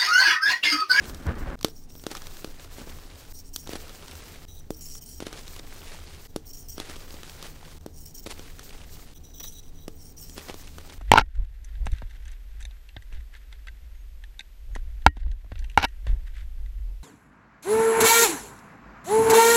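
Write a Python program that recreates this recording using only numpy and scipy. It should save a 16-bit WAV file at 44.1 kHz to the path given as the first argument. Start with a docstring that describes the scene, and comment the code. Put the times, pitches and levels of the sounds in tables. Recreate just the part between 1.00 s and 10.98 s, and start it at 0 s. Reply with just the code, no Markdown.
"""Soft chalk blocks snap in half and are crushed in two hands, close to a phone microphone.
Snaps are noise bursts that ring the halves, with a push into the palms; crumbs are grains over a pour of powder.
Powder hisses through the fingers, which rub faintly ringing blocks; at first the hands scoop in a heap.
A room rumbles and hums below. The scene is a string of short stretches; each after the first fades in briefly."""
import sys
import numpy as np
from scipy import signal
from scipy.fft import rfft, irfft, next_fast_len
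from scipy.io import wavfile
from scipy.ndimage import uniform_filter1d, map_coordinates

SR = 44100
rng = np.random.default_rng(int(sys.argv[2]) if len(sys.argv) > 2 else 0)


def generate_wav(sig):
    """Save sig (samples, or channels by samples) to the path in sys.argv[1] as 16-bit PCM at SR."""
    pcm = np.round(np.clip(np.atleast_2d(sig).T, -1, 1) * 32767).astype(np.int16)
    wavfile.write(sys.argv[1], SR, pcm)


N = 440118


def amp(db):
    """Turn dB into gain."""
    return 10 ** (np.asarray(db) / 20)


def rms_one(x):
    """Scale to rms 1."""
    return x / np.sqrt(np.mean(x ** 2) + 1e-20)


def drift(rate_hz):
    """Slow random wander of about rms 1: noise through two equal low-pass poles, made at every 40th sample."""
    step = 40
    pole = np.exp(-2 * np.pi * rate_hz * step / SR)
    noise = rng.standard_normal(N // step + 2002)
    slow = signal.lfilter([1], [1, -2 * pole, pole * pole], noise)[2000:]   # settled part only
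    return np.interp(np.arange(N) / step, np.arange(len(slow)), rms_one(slow))


def colour(x, points):
    """Give x the spectrum of the (hz, db) points, with a minimum-phase (causal) response."""
    size = next_fast_len(N + SR)
    short = 2 ** 16
    hz = np.maximum(np.arange(short // 2 + 1) * SR / short, 1)
    point_hz, point_db = np.transpose(points)
    log_gain = np.interp(np.log(hz), np.log(point_hz), point_db) * np.log(10) / 20
    # folding the cepstrum onto positive time makes the response causal
    cepstrum = irfft(log_gain, short)
    cepstrum[1:short // 2] *= 2
    cepstrum[short // 2 + 1:] = 0
    response = irfft(np.exp(rfft(cepstrum)), short)[:SR]
    return irfft(rfft(x, size) * rfft(response, size), size)[:N]


def resonate(x, modes, flicker_db=0):
    """Parallel resonances, signs alternating; each may swell and sink on its own."""
    out = 0
    for k, (hz, width_hz, db) in enumerate(modes):
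        r = np.exp(-np.pi * width_hz / SR)
        poles = [1, -2 * r * np.cos(2 * np.pi * hz / SR), r * r]
        zeros = [(1 - r * r) / 2, 0, (r * r - 1) / 2]
        gain = amp(db + flicker_db * drift(13)) if flicker_db else amp(db)
        out = out + (-1) ** k * signal.lfilter(zeros, poles, gain * x + 1e-18)
    return out


def grains(per_s, spread_db, clump_db):
    """Random clicks of uneven size, their rate wandering so that they come in clumps."""
    sizes = amp(spread_db * np.minimum(rng.exponential(1, N), 5)) * rng.standard_normal(N)
    return sizes * (rng.random(N) < per_s * amp(clump_db * drift(25)) / SR)


def swells(rows):
    """Summed power of bell-shaped swells, each cut off at its reach on either side of the middle."""
    power = np.zeros(N)
    for middle_s, reach_s, db in rows:
        first = max(round((middle_s - reach_s) * SR), 0)
        last = min(round((middle_s + reach_s) * SR), N)
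        at = np.arange(first, last)
        power[at] += amp(db) ** 2 * np.exp(-((at / SR - middle_s) / reach_s * 3) ** 2)
    return power


# cracks and snaps in the hands: start_s, crack_db [relative], thump_peak_db, brightness_db [bright over dull]
SNAPS = [(.096, -22, -37, -10), (.146, -24, -43, 2), (.267, -23, -28, -35), (.59, -33, -54, -16),
         (.611, -22, -54, -11), (.629, -20, -42, -1), (.646, -.5, -9.5, -7), (.683, -29, -31.5, 7),
         (.903, -33, -46, -13), (.953, -31, -37, -11), (.996, -31, -52, -20), (1.038, -20, -34, -19),
         (1.066, -10, -18.5, -24), (1.114, -13, -28, -23), (1.151, -15, -49, -29), (1.169, -16, -40, -30),
         (1.219, -20.5, -55, -24), (1.269, -20, -52, -9), (1.369, -26, -57, -5), (1.445, -14, -22.5, -40),
         (1.474, -32, -35, -25), (1.783, -36, -31, -20), (1.872, -37, -32, -18), (2.561, -24, -36, 19),
         (2.673, -22, -33, -2), (2.692, -19, -24, -20), (2.733, -15, -24, -35), (2.755, -18, -26, -26),
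         (2.894, -25, -45, -10), (3.081, -23, -50, -26), (3.112, -22, -53, -20), (3.153, -24, -50, -8),
         (3.705, -26, -17, 8.5), (3.953, -29, -49, -2), (4.203, -17, -26.5, -10), (4.224, -27, -22.5, -14),
         (4.267, -17.5, -23, -26), (4.328, -19, -33, -11), (4.479, -22, -45, -10), (4.563, -22, -39, -29),
         (4.595, -22, -34, -27), (5.361, -12.5, -16, -2), (5.78, -21, -25.5, -23), (5.8, -11.5, -25.5, -32),
         (5.897, -18, -30, -23), (5.964, -25, -36, -15), (6.106, -25, -40, -16), (6.141, -24, -33, -14),
         (6.232, -20, -38, -34), (6.296, -22, -50, -19), (6.426, -16, -34, -33), (6.81, -40, -60, 5),
         (6.862, -30, -23.5, 6.5), (7.262, -18, -26.5, -24), (7.271, -24, -27.5, -6),
         (7.394, -22, -31, -38), (7.593, -18, -40, -38), (8.88, -19, -23, -10), (9.296, -33, -43, 11),
         (9.379, -16.5, -27.5, -20), (9.485, -21, -36, -37), (9.409, -27, -41, -22), (9.497, -33, -26, -24),
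         (9.542, -21, -30, -22), (9.783, -20, -33, -35)]
# spectrum of a fracture: freq_hz, level_db [relative]
FRACTURE_SPECTRUM = [(500, -24), (1200, -1.5), (2300, -10), (3400, -1.5), (4900, -3.5), (7500, -8),
                     (11000, -11.5), (15000, -21)]
# modes of the broken halves, also rung by rubbing: freq_hz, width_hz, level_db [relative]
HALF_MODES = [(3140, 67, -12), (4120, 320, -17), (5630, 153, 4.5), (6730, 290, -4), (7850, 460, -10),
              (8660, 420, -4.5), (11740, 210, -10.5), (14600, 2900, -2.5)]
# block against cupped palms: freq_hz, width_hz, level_db [relative]
PALM_MODES = [(236, 590, 4), (481, 727, -1.5), (312, 12, 0), (446, 11, 0)]
CRACK_S = .0045   # length of a fracture, by which its main burst falls to e^-3


def cracks():
    """Each fracture is a burst of noise with a dusty tail that rings the pieces, and a soft push into the palm."""
    out, pushes = np.zeros(N), np.zeros(N)
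    span = round(.1 * SR)
    t = np.arange(span) / SR
    noise = rng.standard_normal((len(SNAPS), span))
    dusty_tail = amp(-27) * np.exp(-t / 0.023)
    shape = (1 - np.exp(-t / 0.00031)) * (np.exp(-t * 3 / CRACK_S) + dusty_tail)
    for (start_s, crack_db, thump_peak_db, brightness_db), n in zip(SNAPS, noise):
        i = round(start_s * SR)
        dull = signal.lfilter([.5], [1, -.5], n)
        burst = amp(crack_db) * shape * (dull + amp(brightness_db) * (n - dull))
        out[i:i + span] += burst[:N - i]
        pushes[i + round(.0007 * SR)] = amp(thump_peak_db)
    pole = np.exp(-2 * np.pi * 900 / SR)
    # flesh softens the push
    soft = signal.lfilter([1], [1, -2 * pole, pole * pole], signal.unit_impulse(span))
    thump = np.array(resonate(soft, PALM_MODES))
    thumps = signal.oaconvolve(pushes, thump / np.abs(thump).max())[:N]
    return colour(out, FRACTURE_SPECTRUM) + amp(-10.5) * resonate(out, HALF_MODES) + thumps


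# one row a stretch: start_s, close_s [hands close on the chalk], crumbling_db, hiss_db [powder, as they close]
HANDFULS = [(0, -.2, -54, -55), (.555, .92, -50, -50), (2.325, 2.56, -49, -51), (3.452, 4.16, -48.5, -54),
            (5.272, 5.7, -50, -53), (6.784, 7.12, -51, -57), (8.138, 9.18, -51, -56)]
HOLDING_DB, CLOSING_S = -67, .25   # crumbling level before the hands close; time they take to close
EASING_DB_PER_S, HISS_FADE_DB_PER_S = 2.2, 13   # the powder hiss thins faster than the crumbling


def squeezing():
    """Closing hands raise crumbling (dB) and powder hiss (gain), which then ease off with time."""
    start_s, close_s, crumbling_db, hiss_db = np.transpose(HANDFULS)
    t = np.arange(N) / SR
    row = np.searchsorted(start_s, t, "right") - 1
    since = t - close_s[row]
    closed = np.clip(since / CLOSING_S, 0, 1)
    squeezed_db = crumbling_db[row] - EASING_DB_PER_S * since
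    level_db = HOLDING_DB + closed * (squeezed_db - HOLDING_DB)
    hiss = amp(hiss_db[row] - HISS_FADE_DB_PER_S * since) * closed ** 2
    return level_db, hiss


# crunches, a lump giving way in a swarm of grains: middle_s, reach_s [either side], level_db
CRUNCHES = [(0.06, 0.11, -45), (1.119, 0.032, -40.5), (1.163, 0.041, -44), (1.8, 0.065, -46),
            (1.885, 0.052, -50), (2.672, 0.016, -44), (2.729, 0.098, -42.5), (2.763, 0.024, -44.5),
            (4.223, 0.033, -42), (4.273, 0.04, -42), (4.352, 0.12, -45.5), (4.9, 0.2, -47),
            (5.807, 0.077, -44.5), (5.905, 0.12, -43.5), (6.461, 0.064, -42.5), (7.269, 0.02, -40),
            (7.311, 0.032, -33.5), (8.408, 0.02, -45), (8.447, 0.02, -46), (9.381, 0.043, -41.5),
            (9.501, 0.033, -42)]
# spectrum of crumbs and pouring powder: freq_hz, level_db [relative]
CRUMBLE_SPECTRUM = [(150, -5), (400, 2.5), (800, -2), (2100, -4), (3800, -5), (7000, -10.5), (11000, -13.5),
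                    (15000, -36)]


def crumbling(level_db):
    """Crumbs break as short puffs, each ringing a few cycles at a pitch dealt by chance, over a pour of powder."""
    power = amp(level_db + 1.06 * drift(15)) ** 2 + swells(CRUNCHES)
    powder = rms_one(grains(per_s=9000, spread_db=-1.5, clump_db=1.0))
    coarse = signal.lfilter([.25], [1, -.75], powder)
    fine = powder - coarse
    # coarse and fine powder fall in surges of their own
    pour = coarse * amp(2.9 * drift(6.8)) + fine * amp(1.87 * drift(11))
    breaks = grains(per_s=350, spread_db=1.0, clump_db=3.5)
    decay = np.exp(-1 / (.0022 * SR))   # a puff dies in about 2 ms
    pitches_hz = np.geomspace(350, 7000, 8)
    dealt = rng.integers(0, 8, N)
    noise = rng.standard_normal(N)
    crumbs = 0
    for k, pitch_hz in enumerate(pitches_hz):
        envelope = signal.lfilter([1], [1, -decay], np.abs(breaks) * (dealt == k) + 1e-18)
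        puffs = noise * envelope
        crumbs = crumbs + 0.5 * puffs + resonate(puffs, [(pitch_hz, pitch_hz * 0.32, 6.0)])
    mixed = pour + amp(-4.5) * rms_one(crumbs)
    return np.sqrt(power) * rms_one(colour(mixed, CRUMBLE_SPECTRUM))


# palms wiping past each other, a swell of hiss: middle_s, reach_s [either side], level_db
WIPES = [(.085, 0.07, -44), (1.55, .08, -66), (1.9, 0.13, -63), (2.29, 0.34, -55), (3.35, 0.13, -60),
         (4.42, .1, -62), (4.92, .15, -56), (5.25, 0.12, -51), (6.14, 0.092, -53), (6.48, 0.096, -51),
         (7.66, 0.08, -53), (7.95, 0.17, -48)]
# spectrum of powder on skin: freq_hz, level_db [relative]
SKIN_SPECTRUM = [(2000, -41), (4000, 0), (6000, 2), (8500, -0.5), (10500, -8), (13500, 2.5), (15500, 0)]
STILL_DB = -65.5   # faint hiss while the hands only hold


def sliding(hiss):
    """Powder slides between the fingers as a thin bright hiss of dense grains with a wandering level."""
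    level = np.sqrt((amp(STILL_DB) + hiss) ** 2 + swells(WIPES))
    surges = amp(3.3 * drift(14))
    powder = rms_one(colour(grains(per_s=25000, spread_db=1.5, clump_db=1.5), SKIN_SPECTRUM))
    return level * surges * powder


# finger strokes on solid chalk: start_s, end_s, first_db, last_db [drive into the chalk]
STROKES = [(.69, .745, -56, -64), (.75, .86, -58, -64), (.89, 1.033, -58, -56), (2.327, 2.411, -50, -50),
           (2.44, 2.5, -62, -54), (2.534, 2.556, -43, -43), (2.578, 2.662, -49, -52),
           (3.48, 3.605, -55, -52), (3.71, 3.8, -51, -56), (3.807, 3.993, -46, -45),
           (4.011, 4.05, -45, -54), (4.055, 4.14, -49, -45), (4.14, 4.198, -50, -53),
           (5.288, 5.315, -64, -62), (5.456, 5.52, -52, -49), (5.531, 5.675, -43, -58),
           (5.683, 5.78, -43, -55), (6.93, 7.0, -63, -49), (7.0, 7.05, -50, -54), (7.056, 7.12, -41, -62),
           (7.144, 7.208, -46, -46), (7.22, 7.249, -54, -57), (8.141, 8.18, -54, -51),
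           (8.237, 8.32, -55, -68), (8.337, 8.42, -51, -52), (8.429, 8.5, -41, -48),
           (8.505, 8.601, -52, -47), (8.628, 8.699, -60, -58), (8.744, 8.857, -63, -61),
           (8.94, 9.035, -66, -52), (9.04, 9.126, -50, -57), (9.168, 9.245, -47, -45),
           (9.247, 9.36, -51, -52)]
# times when the block is still whole: start_s, end_s
UNBROKEN = [(3.452, 3.705), (5.272, 5.361), (8.138, 8.88)]
# modes of the whole block: freq_hz, width_hz, level_db [relative]
WHOLE_MODES = [(3310, 330, -8.5), (3880, 57, 4.5), (5000, 200, -20), (5880, 84, 8.5), (6550, 370, -16),
               (7530, 170, -13), (8420, 130, -12), (10500, 180, -12.5), (12000, 190, -9.5),
               (14500, 2800, -4)]
RESTING_DB = -78.5   # drive of fingers creeping on the whole block between strokes
WAVER_S = .0004      # the halves shift in the grip: rms delay that wavers their ring in pitch


def rubbing():
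    """Skin drags over the grain of solid chalk; the shifting grip favours now one mode, now another."""
    t, touch, whole = np.arange(N) / SR, np.full(N, 1e-9), np.zeros(N, bool)
    for start_s, end_s, first_db, last_db in STROKES:
        at = slice(round(start_s * SR), round(end_s * SR))
        touch[at] = amp(np.interp(t[at], [start_s, end_s], [first_db, last_db]))
    for start_s, end_s in UNBROKEN:
        whole |= (t >= start_s) & (t < end_s)
    touch = np.maximum(touch, amp(RESTING_DB) * whole)
    touch = uniform_filter1d(touch, size=450)   # strokes start and stop over about 10 ms
    drive = touch * rms_one(grains(per_s=8000, spread_db=3.0, clump_db=2.0))
    whole_ring = amp(12.5) * resonate(drive * whole, WHOLE_MODES, flicker_db=3.0)
    half_ring = amp(12.0) * resonate(drive * ~whole, HALF_MODES, flicker_db=2.5)
    scrape = amp(-0.5) * np.diff(drive, prepend=0)
    rub = whole_ring + half_ring + scrape
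    wavering_s = t + WAVER_S * drift(7) * ~whole
    return map_coordinates(rub, [wavering_s * SR], order=3)


# scooping the heap, up to the last row: time_s, level_db [low rumble]
SCOOP = [(0.0, -40.5), (0.244, -39.5), (0.278, -26), (0.368, -34), (0.538, -32.5), (0.555, -33.5)]
# both hands land in the heap, a single row: start_s, freq_hz, width_hz, level_db [relative]
LANDING = (.268, 72, 18, 16.5)
# loose powder tumbling onto the heap: middle_s, reach_s [either side], level_db
TUMBLES = [(1.81, .07, -42), (1.91, .1, -42)]
# spectrum of the heap: freq_hz, level_db [relative]
HEAP_SPECTRUM = [(12, -38), (20, 4.5), (188, -14.5), (239, -8.5), (501, -22), (539, -17), (622, -23.5),
                 (1540, -23.5), (6000, -55), (7800, -90), (13200, -120)]


def scooping():
    """The hands land in the heap with a resonant thud; it shifts under them with a dull roar of clumped grains."""
    t = np.arange(N) / SR
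    time_s, rumble_db = np.transpose(SCOOP)
    level_db = np.interp(t, time_s, rumble_db)
    lumps = rms_one(colour(grains(per_s=3700, spread_db=-0.5, clump_db=4.0), HEAP_SPECTRUM))
    start_s, hz, width_hz, db = LANDING
    blow = signal.unit_impulse(N, round(start_s * SR))
    softened = resonate(blow, [(hz, width_hz * 6, 20)])
    thud = resonate(softened, [(hz, width_hz, db)])
    scoop = (amp(level_db) * lumps + thud) * (t < time_s[-1])
    return scoop + np.sqrt(swells(TUMBLES)) * lumps


# spectrum of the room rumble: freq_hz, level_db [relative]
ROOM_SPECTRUM = [(8.2, -18.5), (14, 6.5), (33, -4.5), (54, -16.5), (162, -27.5), (185, -39), (441, -26.5),
                 (584, -43.5), (758, -34.5), (2500, -84.5), (3250, -97), (5500, -120)]
# wavering hum: freq_hz, width_hz, level_db
HUM = [(77, 11, -51), (156, 11, -59), (236, 16, -65), (272, 16, -63)]
ROOM_DB = -43.5


def room():
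    """Low rumble of coloured noise and a rough hum: noise through a few wide resonances."""
    level = amp(ROOM_DB + 0.5 * drift(0.83))
    rumble = level * rms_one(colour(rng.standard_normal(N), ROOM_SPECTRUM))
    hum = 0
    for hz, width_hz, db in HUM:
        line = resonate(rng.standard_normal(N), [(hz, width_hz, 0)])
        hum = hum + amp(db) * rms_one(line)
    return rumble + hum


FADE_IN_S = 0.029


def scene():
    """Sum all sources, faded in at the start of every stretch after the first."""
    crumble_db, hiss = squeezing()
    mix = crumbling(crumble_db) + sliding(hiss) + rubbing() + cracks() + scooping() + room()
    t, fade = np.arange(N) / SR, np.ones(N)
    for start_s, *_ in HANDFULS[1:]:
        later = t >= start_s
        fade[later] = np.clip(0.052 + (t[later] - start_s) / FADE_IN_S, 0, 1)
    return (mix * fade)[None]


CUTOFF_HZ = 15750


def record(dry):
    """The top is cut steeply by an elliptic low-pass."""
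    low_pass = signal.ellip(10, .5, 55, CUTOFF_HZ, fs=SR, output="sos")   # ripple dB, stop-band dB
    return signal.sosfilt(low_pass, dry)


dry = scene()
out = record(dry)
generate_wav(out)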